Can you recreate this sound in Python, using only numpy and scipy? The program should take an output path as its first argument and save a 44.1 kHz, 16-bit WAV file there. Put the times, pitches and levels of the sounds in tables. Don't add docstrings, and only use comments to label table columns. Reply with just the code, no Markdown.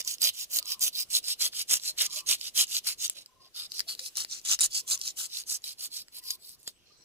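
import sys
import numpy as np
from scipy import signal
from scipy.fft import rfft, irfft, next_fast_len
from scipy.io import wavfile
from scipy.ndimage import uniform_filter1d, map_coordinates

SR = 44100
rng = np.random.default_rng(int(sys.argv[2]) if len(sys.argv) > 2 else 0)


def voltage_ratio(decibels):
    exponent = np.asarray(decibels, float) / 20
    return 10 ** exponent


def materialize(psi):
    bounded = np.clip(np.atleast_2d(psi).T, -1, 1)
    quanta = np.round(bounded * 32767).astype(np.int16)
    wavfile.write(sys.argv[1], SR, quanta)


N = 310464

# [t/s, length/s, peak level/dB, peak place 0-1, blade slant/dB (flat is duller)]
PUSHES = [(0.205, 0.1, -20.5, 0.51, 5), (.504, 0.087, -24.5, 0.76, -4), (0.804, 0.09, -21, 0.22, -2.5),
          (1.099, 0.097, -22, 0.68, -1.5), (1.389, 0.1, -23.5, 0.39, 2.5), (1.684, 0.096, -21, 0.33, -1.5),
          (1.973, 0.1, -23, 0.41, 7.5), (2.264, 0.095, -22, 0.47, 0.5), (2.548, 0.1, -19.5, 0.51, 1.5),
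          (2.839, 0.099, -29, 0.45, 4.5), (3.54, 0.13, -35, 0.38, 14.5), (3.873, 0.076, -32.5, 0.31, 10),
          (4.155, 0.092, -30.5, 0.25, -0.5), (4.448, 0.11, -22.5, 0.69, -3),
          (4.596, 0.075, -20.5, 0.61, -8), (4.87, 0.093, -24.5, 0.57, -8.5), (5.165, 0.11, -30, 0.22, -5.5),
          (5.467, 0.11, -28, 0.54, -7), (5.782, 0.098, -31.5, 0.63, -1), (6.121, 0.085, -39, 0.81, 12)]
# [t/s, length/s, peak level/dB, peak place 0-1, blade slant/dB]
PULLS = [(0.037, 0.12, -31, 0.6, -10.5), (0.324, 0.13, -32.5, 0.76, -5.5), (0.642, 0.11, -29.5, 0.76, 3.5),
         (0.921, 0.12, -27, 0.74, 3), (1.224, 0.12, -27, 0.81, -0.5), (1.518, 0.12, -28.5, 0.74, 0),
         (1.799, 0.12, -30, 0.77, -4.5), (2.087, 0.13, -31.5, 0.61, -1), (2.364, 0.14, -36, 0.77, -2),
         (2.668, 0.13, -27.0, 0.79, -6.5), (2.976, 0.1, -27.5, 0.84, -5.5), (3.693, 0.13, -35, 0.78, 0.5),
         (3.969, 0.13, -37.5, 0.77, -3), (4.276, 0.13, -37, 0.45, -5), (4.697, 0.12, -29, 0.71, -10),
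         (4.98, 0.14, -33.5, 0.75, -7), (5.282, 0.15, -34, 0.71, -2), (5.622, 0.12, -37, 0.51, 0),
         (5.9, 0.13, -35, 0.5, -1), (6.215, 0.15, -37, 0.5, 1), (6.381, 0.18, -45.5, 0.6, 2.5)]
# [t/s, length/s, peak level/dB, peak place 0-1, blade slant/dB]
TOUCHES = [
    (0.0, 0.018, -26, 0.25, -3),
    (3.1, 0.039, -42.5, 0.11, -19),
    (3.15, 0.087, -42, 0.23, -1),
    (3.402, 0.088, -53, 0.62, 8),
    (6.585, 0.145, -54, 0.41, -17),
    (6.668, 0.024, -37, 0.33, 12),
    (6.75, 0.2, -65, 0.81, 23),
]
# [rise/dB, rise exponent, fall/dB, fall exponent]
SWELLS = [
    (16.2, 1.51, 10, 1.5),
    (25.2, 2.1, 10, 1.53),
    (7.94, 0.24, 10.5, 0.59),
]
# [thump/dB, skin drag/dB, bite/dB, rasp/dB, sizzle/dB]
COLOURS = [
    (-42.5, -25.5, -22, -2.5, -10.5),
    (-43.5, -27, -20, 3, -10),
    (-28.5, -20, -16, 5.5, -9),
]
LEADS = (0.012, 0.0052, .01)
PER_SLANT = (0.6, 0.7, 0.8, 0.8, 0.4)
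OVER_BELLY = (13, -5.5, 11, -5, 5.5)
DRY_SCALES = (4, -1.5, -0.9, 3.6, 7.5)
# [t/s, over the belly 0-1, scale stiffness (under 0 is bare wet skin), extra scatter]
CUT = [(0.0, 0.68, 0, 0.7), (0.9, 0.68, 0.5, 0), (1.7, 0.66, -0.34, 0), (2.5, 0.59, -0.22, 0.76),
       (3.2, 0.67, -0.36, 0.65), (3.599, 0, 0.1, 0.95), (4.0, 0.48, 0.15, 0.55), (4.25, 0.23, -1.3, 0.57),
       (4.651, 0.49, -0.5, 0.15), (5.4, 0.46, -0.1, 0.88), (5.9, 0.54, 0.55, 0.3), (6.3, 0.6, 1.58, 0.88),
       (6.679, 0.54, 0.8, 0.7), (6.831, 0.9, -7.5, 0.5)]
# [f/Hz, level/dB]
USUAL_GRIP = [(600, -35), (1300, -30), (2200, -12), (3200, -12), (4100, -8), (5000, -8), (6500, 0),
              (11000, -6)]
# [f/Hz, density/dB per Hz]
SCALES = [(59, -51), (100, -31.5), (467, -28.5), (589, -22.5), (742, -28), (917, -24.5), (1340, -20.5),
          (1690, -21), (2930, -4), (3930, -6), (6530, -5), (9740, -5.5), (11100, -4.5), (14500, -11),
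          (15500, -5)]
# [f/Hz, width/Hz, level/dB]
BELLY = (592, 120, 5.6)
# [f/Hz, level/dB added left and taken right]
PORTS = [(300, -2.5), (1200, 1), (2500, -0.25), (12000, 0.018)]
# [t/s, peak level/dB, fade/s]
CATCHES = [(0.0483, -26, 0.012), (0.0752, -9, 0.0098), (0.2174, -6.5, 0.013), (0.2404, -27, 0.012),
           (0.3451, -29, 0.012), (0.5551, -19, 0.012), (0.5866, -5.5, 0.011), (0.6559, -25, 0.013),
           (0.7188, -13, 0.01), (0.8106, -22, 0.012), (0.8255, -7, 0.01), (0.9303, -27, 0.012),
           (1.1039, -32, 0.011), (1.2406, -25, 0.013), (1.4007, -17, 0.012), (1.4192, -11, 0.012),
           (1.6975, -23, 0.012), (1.7114, -4, 0.025), (1.8352, -30, 0.013), (1.9844, -30, 0.012),
           (2.2623, -23, 0.012), (2.2892, -7, 0.012), (2.4119, -24, 0.01), (2.5591, -12, 0.012),
           (2.5714, -18, 0.012), (2.7157, -33, 0.012), (2.8684, -6.5, 0.025), (3.0165, -13, 0.011),
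           (3.5613, -22, 0.013), (3.8811, -32, 0.012), (3.9923, -18, 0.013), (4.0597, -26, 0.012),
           (4.1699, -14, 0.016), (4.3124, -28, 0.011), (4.4503, -13, 0.014), (4.5121, -3.5, 0.011),
           (4.6074, -3.5, 0.013), (4.7451, -11, 0.016), (4.8788, -22, 0.012), (5.0135, -23, 0.0089),
           (5.1866, -28, 0.011), (5.4979, -18, 0.012), (5.6401, -19, 0.012), (5.8064, -29, 0.012),
           (6.1474, -25, 0.021), (6.2372, -24, 0.012), (6.2811, -22, 0.01), (6.3051, -8, 0.01),
           (6.6762, -20.5, 0.012)]
# [f/Hz, left lag upright/rad, leaning/rad, turned/rad, shading of scatter/dB]
POSES = [(0, 0, 0, 0, -3), (1200, 1.2, .5, .4, -3), (1900, 2.2, 1.3, 2.2, 0), (2900, 1.6, .6, 3.1, 0),
         (3800, 3.3, 2.5, 5.6, -12), (5300, 4.6, 3.4, 9.4, -1), (6800, 7.1, 6.3, 12.8, 0),
         (8500, 9.3, 7.2, 14, 0), (11700, 10.6, 7.9, 14.4, -1), (22050, 16, 13, 19, 0)]
# [t/s, pose 0-2]
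TURNING = [(0, 0), (.8, 0), (1.5, 1), (3.8, 1), (3.81, 2), (5.2, 2), (5.21, 1), (6, .9), (6.2, 1.1)]
# [t/s, left-right level/dB, left lag of a snap/samples]
PLACE = [(0, -3, 7), (1, -1.5, 6.23), (3, -1, 3.7), (3.1, -2, 3.1), (3.6, 1, 1.6), (3.7, 0, 10.2),
         (4.3, 1.5, 13.4), (4.6, -1, 9.7), (5, 0.5, 10), (5.25, 0, 19), (5.3, -1.5, 3.9), (5.6, -2.5, 7.1),
         (6.2, 0, 3.2), (6.3, -0.5, 6.3), (7.04, 0, 5.3)]
# [t/s, level/dB, left-right level/dB, ring f/Hz]
CRACKS = [(.0766, -14.5, -4, 5940), (.219, -10, -4, 7920), (.5879, -11.5, -1, 4480),
          (.7202, -15.5, -5, 5340), (.8801, -13, -6, 10680), (1.2832, -15.5, -3, 8790),
          (1.8362, -21.5, 3, 5080), (1.9859, -18.5, -7, 6720), (2.0648, -15, -4, 6550),
          (2.3118, -8, -4, 5430), (2.4129, -20, -4, 4910), (2.5765, -9, -4, 5770),
          (3.0799, -22.5, -7, 6030), (3.0983, -12.5, 3, 7800), (3.7197, -21.5, 7, 4740),
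          (.2913, -11.5, -3, 3880), (1.4205, -12, -7, 5600), (2.2902, -10.5, -5, 5770),
          (4.171, -14.5, 1, 5770), (4.5149, -8.5, 5, 5940), (4.6085, -8, -3, 8440), (5.0146, -17, 4, 5600),
          (5.0785, -15.5, -1, 5430), (6.3066, -14.5, 0, 6770), (6.6776, -21, 2, 7400),
          (4.0613, -23, 2, 4400), (.5615, -14, -4, 7200), (.2413, -9, -4, 6500)]
# [t/s, level/dB, left-right level/dB, ring f/Hz]
TICKS = [(.0268, -33, 4, 5770), (.0496, -27, -2, 6980), (.1839, -32, -9, 5250), (.6276, -25, -4, 4480),
         (.6573, -27, -6, 6720), (.7948, -28, -4, 8870), (1.2419, -25, 2, 4820), (1.7987, -28.5, -5, 4130),
         (2.1002, -33, -3, 5600), (2.6702, -31, -8, 6720), (3.1019, -26, -2, 8530), (3.2611, -32, 1, 5080),
         (.3375, -36, -4, 8000), (.3420, -35, -4, 7000), (3.998, -28, 4, 4700), (3.9511, -28, 6, 4390),
         (4.1557, -25, 2, 5600), (4.4153, -38.5, -1, 6030), (4.9767, -26, 10, 5680),
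         (4.9922, -32.5, -7, 11800), (4.9981, -30.5, 3, 5340), (5.4375, -32.5, -1, 4390),
         (5.6204, -41.5, -1, 6890), (6.168, -27.5, -1, 11630), (6.4935, -33, -4, 8700),
         (6.6013, -46, -8, 11370), (6.6312, -42, -9, 8870)]
# [t/s, level/dB, left-right level/dB, ring f/Hz]
SLAPS = [
    (1.5349, -29, 0, 3620),
    (3.7947, -15, -2, 5000),
    (3.8046, -14.5, 9, 4910),
    (3.9936, -22, 5, 4700),
    (4.2485, -19, 2, 4740),
    (4.5908, -18, 6, 5250),
    (4.596, -17, 0, 5680),
    (6.0837, -37, 0, 5000),
    (6.6774, -24, 1, 4660),
]
KNOCKS = (-49.5, -39, -13.5)
# [t/s, rise/s, level/dB]
LIFT_OFF = (6.845, 0.022, -64)
# [f/Hz, width/Hz, level/dB]
LIFT_BANDS = [(4250, 500, 0), (5000, 900, -5), (5850, 700, -2), (7300, 400, -12)]
# [f/Hz, T60/s]
ROCKS = [(500, 0.017), (3000, 0.12), (12000, 0.0039)]
# [t/s, blade resting on skin level/dB, stream level/dB]
REST = [(0.0, -39.5, -70.5), (2.92, -41, -70.5), (3.369, -53, -73), (3.92, -37.5, -71), (4.88, -39, -71),
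        (6.821, -53.5, -74), (7.04, -51, -71)]
# [f/Hz, density/dB per Hz]
STREAM = [(12, -43.5), (20, -10.5), (140, -13), (219, -16), (382, -14), (478, -15.5), (788, -19),
          (881, -23.5), (1010, -19.5), (1300, -24), (6360, -24.5), (7950, -51.5), (15500, -49.5)]
# [f/Hz, coherence 0-1]
COHERENCE = [(60, 0.018), (300, 0.53), (700, 0.16), (1500, 0.15)]
# [t/s, f/Hz, length/s, level/dB]
GURGLES = [(0.054, 1010, 0.025, -59), (0.587, 564, 0.021, -54.5), (1.715, 590, 0.018, -53.5),
           (1.875, 587, 0.056, -62), (2.151, 594, 0.048, -53), (3.467, 690, 0.0067, -61),
           (3.861, 666, 0.0266, -61.5), (3.998, 510, 0.041, -59), (4.247, 676, 0.0017, -42),
           (4.518, 38.2, 0.22, -67.5), (4.906, 50, 0.052, -74.5), (6.215, 1910, 0.03, -65),
           (6.677, 715, 0.0024, -46), (6.678, 261, 0.003, -47), (6.9, 1170, 0.023, -65)]
# [t/s, first f/Hz, last f/Hz, level/dB, hoarseness 0-1]
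FROG = [
    (0.605, 990, 1060, -56.5, 0.7),
    (0.57, 1250, 1100, -54, 0.8),
    (2.04, 990, 1060, -56, 0.77),
    (2.035, 1200, 1130, -55, 0.8),
    (3.278, 1010, 1080, -56, 0.31),
    (4.801, 1020, 1110, -55, 0),
    (6.164, 1000, 1060, -58.5, 0.5),
]
# [t/s, length/s, level/dB]
CROAK = [
    (0.004, 0.022, -13.5),
    (0.035, 0.028, -12),
    (0.077, 0.031, -9.5),
    (0.115, 0.031, -2.5),
    (.146, .048, -8.5),
    (0.195, 0.017, -16),
]
# [t/s, f/Hz, level/dB]
CRICKET = [(3.249, 7600, -68), (4.09, 8000, -64.5), (6.062, 8050, -65), (6.395, 8000, -60),
           (6.73, 8100, -66), (6.89, 7500, -81), (6.975, 8040, -67)]


def blade_contact():
    edge, left, right = (crackle(rate=3000, spread_db=5, turns=1.3, hiss=0.65, burst=0.3) for _ in range(3))
    return edge, np.array([left, right])


def crackle(rate, spread_db, turns, hiss, burst):
    at, pitch, luck, phase = rng.random((4, int(rate * N / SR)))[..., None]
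    hz = 1500 + 15000 * pitch
    t = np.arange(48) / SR
    size = np.sqrt(hz) * voltage_ratio(-spread_db * np.log(luck + 1 / 20))
    rings = size * np.cos(2 * np.pi * (hz * t + phase)) * np.exp(-t * hz / turns)
    places = (at * N).astype(int) + np.arange(len(t))
    grains = np.bincount(places.ravel(), rings.ravel(), N + len(t))[:N]
    rows = (rng.random(N) < 70 / SR) * rng.random(N)
    rattle = signal.fftconvolve(rows, np.exp(-np.arange(900) / (0.0097 * SR)))[:N]
    clumps = (1 + burst * rattle) * voltage_ratio(1.3 * wobble(N, 300))
    depth_db = 4 * np.clip(np.arange(129) / 16, 0.3, 1)[:, None]
    friction = clumps * (unit(grains) + hiss * rng.standard_normal(N))
    return unit(patched(friction, depth_db, bins=2, frames=22))


def strokes(contact, scattered):
    out = np.zeros((2, N))
    usual_hz, usual_db = np.transpose(USUAL_GRIP)
    cut_s, *cut = np.transpose(CUT)
    tremble_db, caught = 0.13 * wobble(N, 700), catches()
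    tail = 0.026
    kinds = zip([PUSHES, PULLS, TOUCHES], SWELLS, COLOURS, [-1, 1, 0], LEADS)
    for rows, shape, colour, lean, lead in kinds:
        for s, length, peak_db, peak_at, slant_db in rows:
            first = max(round((s - lead) * SR), 0)
            span = slice(first, round((s + length + tail) * SR))
            soft, dry, extra = (np.interp(s, cut_s, column) for column in cut)
            share = np.clip(0.37 * (1 + extra + lean * 0.17), 0.05, 0.8)
            change_db = np.dot([slant_db, soft, dry], [PER_SLANT, OVER_BELLY, DRY_SCALES])
            thump, drag, bite, rasp, sizzle = np.array(colour) + change_db
            grip_db = np.array([thump, drag, bite, bite, rasp, rasp, 0, sizzle]) - usual_db
            grip = list(zip(usual_hz, grip_db))

            def response(hz):
                belly = BELLY[2] * np.exp(-((hz - BELLY[0]) / BELLY[1]) ** 2)
                return along(SCALES, hz) + along(grip, hz) + belly + along(PORTS, hz) * [[1], [-1]]

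            rub = unit(coloured(at_ports(contact[span], scattered[:, span], share, s), response))
            t = (first + np.arange(rub.shape[1])) / SR - s
            corners = [-lead, 0, 0.069 * length, 0.93 * length, length, length + tail]
            edges_db = np.interp(t, corners, [-24.0, -5, 0.5, 0.0, -11.0, -43.5])
            level_db = peak_db + swell(t / length, peak_at, *shape) + edges_db + tremble_db[span]
            touching = (t > -lead) * (t < length + 0.01)
            power = voltage_ratio(2 * uniform_filter1d(level_db, size=60)) + caught[span] * touching
            add(out, first / SR, panned(rub * np.sqrt(power), hand(s, column=1)))
    return out


def swell(u, peak_at, rise_db, rise_curve, fall_db, fall_curve):
    peak_at = np.clip(peak_at, 0.05, 0.95)
    rise = np.clip(1 - u / peak_at, 0, 1)
    fall = np.clip((u - peak_at) / (1 - peak_at), 0, 1)
    return -rise_db * rise ** rise_curve - fall_db * fall ** fall_curve


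def catches():
    power, t = np.zeros((1, N)), np.arange(SR // 10) / SR
    for s, db, fade in CATCHES:
        add(power, s, voltage_ratio(2 * (db - 17)) * np.exp(-2 * t / fade))
    return power[0]


def at_ports(edge, scattered, share, s):
    hz = np.fft.rfftfreq(len(edge), 1 / SR)
    at, *poses, shade_db = np.transpose(POSES)
    pose = np.clip(np.interp(s, *np.transpose(TURNING)) + rng.normal(0, 0.08), 0, 2)
    lag_rad = np.interp(hz, at, [np.interp(pose, [0, 1, 2], row) for row in np.transpose(poses)])
    loose = share * voltage_ratio(2 * np.interp(hz, at, shade_db))
    direct = rfft(edge) * np.exp(-1j * lag_rad * [[1], [0]])
    return irfft(np.sqrt(1 - loose) * direct + np.sqrt(loose) * rfft(scattered), len(edge))


def hand(s, column):
    place = np.transpose(PLACE)
    return np.interp(s, place[0], place[column])


def snaps():
    out, t = np.zeros((2, N)), np.arange(1200) / SR

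    def burst(hz, rise):
        return t / rise * np.exp(1 - t / rise) * np.sin(2 * np.pi * hz * t)

    def scale_noise(noise, t60):
        return coloured(noise * voltage_ratio(-60 * t / t60), lambda hz: along(SCALES, hz))

    for rows, knock_db in zip([CRACKS, TICKS, SLAPS], KNOCKS):
        for s, db, pan_db, hz in rows:
            rattle = scale_noise(rng.standard_normal((2, len(t))), 0.016)
            edge = scale_noise(rng.standard_normal(len(t)), 0.002)
            crack = 0.8 * burst(hz, 0.0003) + 0.6 * np.roll(edge, 8) / np.abs(edge).max()
            centre = crack + voltage_ratio(knock_db) * burst(1860, 0.00044)
            lag = round(hand(s, column=2))
            pair = 0.42 * rattle / np.abs(rattle).max() + [np.roll(centre, lag), centre]
            add(out, s - 0.0005, panned(voltage_ratio(db) * pair, pan_db))
    return out


def lift_off(scattered):
    start, rise, db = LIFT_OFF

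    def bands(hz):
        return 10 * np.log10(sum(voltage_ratio(2 * top) / (1 + (2 * (hz - c) / w) ** 2) ** 2 for c, w, top in LIFT_BANDS))

    onset = np.clip((np.arange(N) / SR - start) / rise, 0, 1)
    return unit(coloured(scattered[::-1], bands)) * voltage_ratio(db) * onset


def rocks(x):
    hz, t, z = signal.stft(rng.standard_normal((2, SR // 8)), SR, nperseg=128)
    tail = signal.istft(z * voltage_ratio(-60 * t / along(ROCKS, hz)[:, None]), SR, nperseg=128)[1]
    return signal.fftconvolve(x, tail / np.linalg.norm(tail[0]), axes=1)[:, :N]


def resting_blade(scattered):
    s, rest_db, _ = np.transpose(REST)
    whisper = 0.37 * scattered[:, ::-1] + rng.standard_normal((2, N))
    level_db = np.interp(np.arange(N) / SR, s, rest_db) - 19.5
    return unit(coloured(whisper, lambda hz: along(SCALES, hz))) * voltage_ratio(level_db)


def gurgles():
    out = np.zeros((2, N))
    for s, hz, length, db in GURGLES:
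        add(out, s, panned(voltage_ratio(db) * blip(hz, length, rise=1.053), -1.5))
    return out


def stream():
    s, _, stream_db = np.transpose(REST)
    pair = patched(rng.standard_normal((2, N)), depth_db=2.5, bins=2, frames=16)
    hz = np.fft.rfftfreq(N, 1 / SR)
    turn = np.arccos(np.clip(along(COHERENCE, hz), -1, 1)) / 2
    mid, side = irfft(rfft(pair) * voltage_ratio(along(STREAM, hz)) * [np.cos(turn), np.sin(turn)], N)
    level_db = np.interp(np.arange(N) / SR, s, stream_db) + 4
    return unit(np.array([mid + side, mid - side])) * voltage_ratio(level_db)


def frog():
    out = np.zeros((2, N))
    for s, first_hz, last_hz, db, hoarse in FROG:
        for at, length, note_db in CROAK:
            hz = 1.04 * (first_hz + (last_hz - first_hz) * at / 0.2)
            note = blip(hz, length * (1 + hoarse * 0.5), rise=0.93)
            noise = np.array([wobble(len(note), 104), wobble(len(note), 104)])
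            shake = (1 - hoarse / 2) + hoarse / 2 * noise
            add(out, s + at, panned(voltage_ratio(db + note_db * (1 - hoarse)) * note * shake, 4))
    return out


def cricket():
    out = np.zeros((2, N))
    for s, hz, db in CRICKET:
        for pulse in range(8):
            tone = blip(hz * (1 + 0.015 * rng.normal()), 0.0092, rise=0.99)
            add(out, s + pulse * 0.006, panned(voltage_ratio(db + rng.normal(-2.2, 1.7)) * tone, 2.2))
    return out


def blip(hz, length, rise):
    count = round(length * SR)
    phase = 2 * np.pi * np.cumsum(np.linspace(hz, hz * rise, count)) / SR
    return np.hanning(count) ** 0.5 * np.sin(phase)


def patched(x, depth_db, bins, frames):
    z = signal.stft(x, nperseg=256)[2]
    field = uniform_filter1d(uniform_filter1d(rng.standard_normal(z.shape[-2:]), bins, 0), frames, 1)
    return signal.istft(z * voltage_ratio(depth_db * unit(field)), nperseg=256)[1][..., :N]


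def coloured(x, db_of):
    m = next_fast_len(x.shape[-1] + 4096)
    cep = irfft(np.log(np.maximum(voltage_ratio(db_of(np.fft.rfftfreq(m, 1 / SR))), 1e-6)), m)
    cep[..., 1:m // 2] *= 2
    cep[..., m // 2 + 1:] = 0
    return irfft(rfft(x, m) * np.exp(rfft(cep)), m)[..., :x.shape[-1]]


def along(points, hz):
    f, v = np.transpose(points)
    return np.interp(np.log(hz + 1), np.log(f + 1), v)


def wobble(count, step):
    return map_coordinates(rng.standard_normal(int(count / step) + 4), [np.arange(count) / step])


def unit(x):
    return x / np.sqrt(np.mean(x ** 2) + 1e-20)


def panned(x, pan_db):
    return x * voltage_ratio(np.array([[pan_db / 2], [-pan_db / 2]]))


def add(track, s, piece):
    seat = track[:, round(s * SR):][:, :piece.shape[-1]]
    seat += piece[..., :seat.shape[1]]


def scene():
    contact, scattered = blade_contact()
    fish = strokes(contact, scattered) + snaps() + lift_off(scattered)
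    surroundings = resting_blade(scattered) + gurgles() + stream() + frog() + cricket()
    return fish + voltage_ratio(-17) * rocks(fish) + surroundings


def top_cut(x):
    return signal.sosfilt(signal.butter(12, 16480, fs=SR, output="sos"), x)


def record(dry):
    hz = np.fft.rfftfreq(N, 1 / SR)
    limited = irfft(rfft(dry) * voltage_ratio(-np.clip((hz - 15350) / 16, 0, 90)), N)
    return top_cut(limited)


dry = scene()
out = record(dry)
materialize(out)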